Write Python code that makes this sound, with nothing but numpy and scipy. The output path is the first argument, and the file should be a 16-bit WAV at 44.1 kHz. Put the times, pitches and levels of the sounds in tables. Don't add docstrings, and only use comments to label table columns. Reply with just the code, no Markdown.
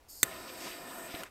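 import sys
import numpy as np
from scipy import signal
from scipy.fft import rfft, irfft
from scipy.io import wavfile

SR = 44100
rng = np.random.default_rng(int(sys.argv[2]) if len(sys.argv) > 2 else 0)


def makeup_ratio(level_db):
    decades = np.asarray(level_db, float) / 20
    return 10 ** decades


def waveform_to_disk(signal):
    frames = np.transpose(np.atleast_2d(signal))
    scaled = np.clip(frames, -1, 1) * 32767
    samples = np.round(scaled).astype(np.int16)
    wavfile.write(sys.argv[1], SR, samples)


N = 57330
T = np.arange(N) / SR

OPEN_S, OPEN_RISE_S = 0.081, 0.017
SPARK_S, CATCH_S = 0.2305, 0.019
SHUT_S, SHUT_DB_PER_S = 1.228, 248


def evened(x):
    return x / np.sqrt(np.mean(x ** 2) + 1e-20)


def noise(gain):
    spectrum = rfft(rng.standard_normal(N))
    hz = np.fft.rfftfreq(N, 1 / SR) + 1
    return evened(irfft(spectrum * gain(hz), N))


def slope(points, hz):
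    f, db = np.transpose(points)
    return makeup_ratio(np.interp(np.log(hz), np.log(f), db))


def curve(points):
    return makeup_ratio(np.interp(T, *np.transpose(points)))


def band(hz, centre_hz, octaves):
    return np.exp(-0.5 * (np.log2(hz / centre_hz) / octaves) ** 2)


def lowpass(hz, corner_hz):
    return 1 / (1 + (hz / corner_hz) ** 2)


def peaks(table, hz):
    return np.sqrt(sum(makeup_ratio(db) ** 2 / (1 + (2 * (hz - f) / w) ** 2) ** 2 for f, w, db in table))


def drifting(table):
    total = np.zeros(N)
    for row in table:
        f, width, db = row
        wander_db = 1.5 * noise(lambda hz: lowpass(hz, 10))
        total += makeup_ratio(db + wander_db) * np.sqrt(width) * noise(lambda hz: peaks([row], hz))
    return evened(total)


def decay(s, db, t60):
    return makeup_ratio(db - 60 * np.maximum(T - s, 0) / t60) * (T >= s)


def ring(s, db, hz, t60, phase=0):
    strike_s = 0.00055
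    t = np.maximum(T - s, 0)
    return decay(s, db, t60) * np.sin(2 * np.pi * hz * t + phase) * np.minimum(t / strike_s, 1)


# f/Hz, width/Hz, depth (0-1)
GROUND_NOTCHES = [(1530, 67, 0.3), (3300, 140, 0.4), (4370, 270, 1), (5770, 220, 0.16)]


def notched(hz):
    dips = [1 - np.clip(depth, 0, 1) / (1 + (2 * (hz - f) / w) ** 2) for f, w, depth in GROUND_NOTCHES]
    return np.prod(dips, axis=0)


def lit():
    return np.clip((T - SPARK_S) / CATCH_S, 0, 1)


def shut():
    return makeup_ratio(-SHUT_DB_PER_S * np.maximum(T - SHUT_S, 0))


# f/Hz, level/dB per Hz
AIR = [(15, -19), (25, -9), (59, -13), (198, -26), (260, -13), (331, -16), (848, -17), (1340, -23.5),
       (15500, -37.5)]
# t/s, level/dB
BREEZE = [(0, -72), (.1, -67), (.2, -68), (.3, -63), (.55, -68), (.65, -68), (1.08, -94), (1.16, -69),
          (1.3, -68)]


def air():
    still = makeup_ratio(-64) * noise(lambda hz: slope(AIR, hz))
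    breeze = noise(lambda hz: hz / (hz + 30) / (1 + (hz / 109) ** 4))
    return still + curve(BREEZE) * breeze


# t/s, level/dB, centre f/Hz, t60/s
TICKS = [
    (1.1485, -43, 2620, .03),
    (1.150, -42.5, 3350, .025),
    (1.234, -45, 5940, 0.014),
    (1.235, -43.5, 7870, 0.022),
    (1.2347, -45, 13500, 0.011),
    (1.2385, -44, 2220, 0.015),
]
# t/s, level/dB, f/Hz, t60/s
LATCH = [(1.2342, -30, 1400, .013), (1.2344, -38, 2000, .010), (1.2346, -34, 3000, .012),
         (1.2347, -42, 4200, .008)]


def trigger():
    out = sum(ring(*row) for row in LATCH)
    for s, db, centre_hz, t60 in TICKS:
        out += noise(lambda hz: band(hz, centre_hz, 0.36)) * decay(s, db, t60)
    return out


# f/Hz, width/Hz, level/dB
HOT = [(6360, 1000, -16.5), (8170, 1200, -4.5), (8800, 270, -13), (11370, 930, -12.5), (12460, 980, -6.5),
       (14000, 570, -7.5), (14800, 1000, -20)]
# f/Hz, level/dB, t60/s
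SHELL = [(1474, -11, 0.012), (1740, -16, 0.017), (2000, -6.5, 0.011), (2650, -14, 0.012),
         (3640, -13.5, 0.02), (4350, -16, .012), (6340, -8.5, 0.016), (7470, -8.5, 0.016),
         (7880, -11.5, .018), (8465, -10, 0.02), (8960, -9, 0.012), (12110, -4, 0.0074),
         (13500, -2.5, 0.0082), (15000, -13.5, 0.011)]
# t/s, level/dB, treble tilt/dB per octave
SNAPS = [
    (.23045, -5.5, 0),
    (.2322, -17, 0),
    (.2352, -22, 0),
    (.2400, -35, 0),
]
# t/s, level/dB, f/Hz, t60/s
POPS = [
    (0.23, -27.5, 332, 0.026),
    (.234, -34, 206, 0.027),
    (0.24, -50.5, 122, 0.057),
    (.233, -40, 446, 0.029),
    (.235, -38.5, 150, 0.042),
    (1.1412, -39, 210, 0.03),
    (1.1432, -32, 320, 0.038),
    (1.1415, -39, 680, 0.036),
    (1.143, -42, 142, 0.043),
]


def igniter():
    out = sum(ring(*pop) for pop in POPS)
    phases = rng.uniform(0, 2 * np.pi, (len(SNAPS), len(SHELL)))
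    crack = noise(lambda hz: np.hypot(peaks(HOT, hz), 0.4 / (1 + (1300 / hz) ** 6)))
    for (s, db, tilt_db), row in zip(SNAPS, phases):
        for (hz, level, t60), phase in zip(SHELL, row):
            out += ring(s, db + level + tilt_db * np.log2(hz / 2000), hz, t60, phase)
        out += crack * decay(s, db - 16, 0.022)
    return out


# f/Hz, width/Hz, level/dB
COLD = [(4630, 590, -2), (5230, 630, -2.5), (6780, 1100, -3.5), (8360, 1900, -4.5), (10000, 560, -10),
        (11300, 1200, -10.5), (12000, 450, -10), (13130, 510, 2), (13800, 1000, -6.5)]
# t/s, level/dB
JET = [(0.25, -51), (0.432, -56), (0.666, -51.5), (0.846, -56), (0.888, -53), (1.07, -51), (1.084, -55),
       (1.182, -50.5), (1.23, -55)]
# f/Hz, width/Hz, level/dB
COLLAR = [(3815, 150, 4), (4637, 520, 3), (5200, 880, -0.5)]
# t/s, level/dB
FACING = [(.25, -62), (.33, -59.5), (.46, -55.5), (.54, -57), (.66, -51), (.8, -57.5), (.84, -61),
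          (1.05, -63), (1.23, -60)]


def jet():
    opened = np.clip((T - OPEN_S) / OPEN_RISE_S, 0, 1)
    cold = makeup_ratio(-51) * noise(lambda hz: np.hypot(peaks(COLD, hz), makeup_ratio(-30) * (hz > 3800)))
    hiss = drifting(HOT) + makeup_ratio(-15.5) * noise(lambda hz: hz > 2500)
    collar = noise(lambda hz: peaks(COLLAR, hz))
    hot = curve(JET) * hiss + curve(FACING) * collar
    return cold * opened * (1 - lit()) + hot * lit() * shut()


# peak t/s, rise/s, fall/s, level/dB, centre f/Hz
FLARES = [(.325, 0.022, 0.071, -52, 2760), (0.489, .015, 0.024, -50, 3240),
          (.555, .015, 0.016, -54.5, 3000), (.645, 0.057, 0.076, -50.5, 5200),
          (.695, 0.11, 0.083, -48.5, 2450), (0.909, 0.05, 0.014, -55, 3000),
          (1.089, 0.013, 0.021, -50.5, 2300), (1.126, 0.028, 0.022, -48.5, 2880),
          (1.151, 0.013, 0.042, -49, 2400), (1.205, 0.029, 0.01, -51, 3640),
          (1.262, 0.013, 0.024, -53.5, 1710), (1.262, .015, 0.018, -62.5, 5850)]


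def flares():
    out = np.zeros(N)
    for s, rise, fall, db, centre_hz in FLARES:
        burst = noise(lambda hz: band(hz, centre_hz, 0.64) * notched(hz))
        swell = np.exp(-((T - s) / np.where(T < s, rise, fall)) ** 2)
        out += makeup_ratio(db) * burst * swell
    return out


# f/Hz, width/Hz, level/dB
BODY = [(280, 99, -5.5), (359, 83, -3), (529.5, 59, -3), (678.6, 128, -2), (1006, 128, -6),
        (1256, 92, -6.5), (1415, 200, -10), (1790, 204, -8.5), (2143, 180, -15), (2452, 72, -10),
        (2700, 93, -19.5)]
# f/Hz, level/dB per Hz
ROAR = [(40, -23), (120, -6.5), (250, -2), (700, -4.5), (1500, -11.5), (3000, -10), (6000, -18.5),
        (15000, -34)]
# t/s, level/dB
FLAME = [(0.25, -44.5), (0.284, -47), (0.614, -50), (0.67, -43.5), (0.702, -51), (0.924, -47), (1.074, -47),
         (1.134, -52), (1.142, -45), (1.19, -48), (1.218, -45), (1.23, -46)]


def flame():
    roar = drifting(BODY) + makeup_ratio(-4.5) * noise(lambda hz: slope(ROAR, hz) * notched(hz))
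    flicker_db = 0.5 * noise(lambda hz: lowpass(hz, 60.3))
    starve_db = -3 * np.clip((T - 1.222) / CATCH_S, 0, 1)
    return curve(FLAME) * roar * makeup_ratio(flicker_db + starve_db) * lit() * shut()


def scene():
    return (air() + jet() + flame() + flares() + igniter() + trigger())[None]


def top_cut(x):
    return signal.sosfilt(signal.butter(12, 17080, fs=SR, output="sos"), x)


# f/Hz, level/dB
EDGE = [(0, 0), (15700, 0), (15900, -24), (16600, -30), (17000, -65), (SR / 2, -90)]


def record(dry):
    end_s, end_db_per_s = 1.295, 342
    faded = dry * makeup_ratio(-end_db_per_s * np.maximum(T - end_s, 0))
    hz, db = np.transpose(EDGE)
    edge = signal.firwin2(511, hz, makeup_ratio(db), fs=SR)[None]
    return top_cut(signal.oaconvolve(faded, edge, "same"))


dry = scene()
out = record(dry)
waveform_to_disk(out)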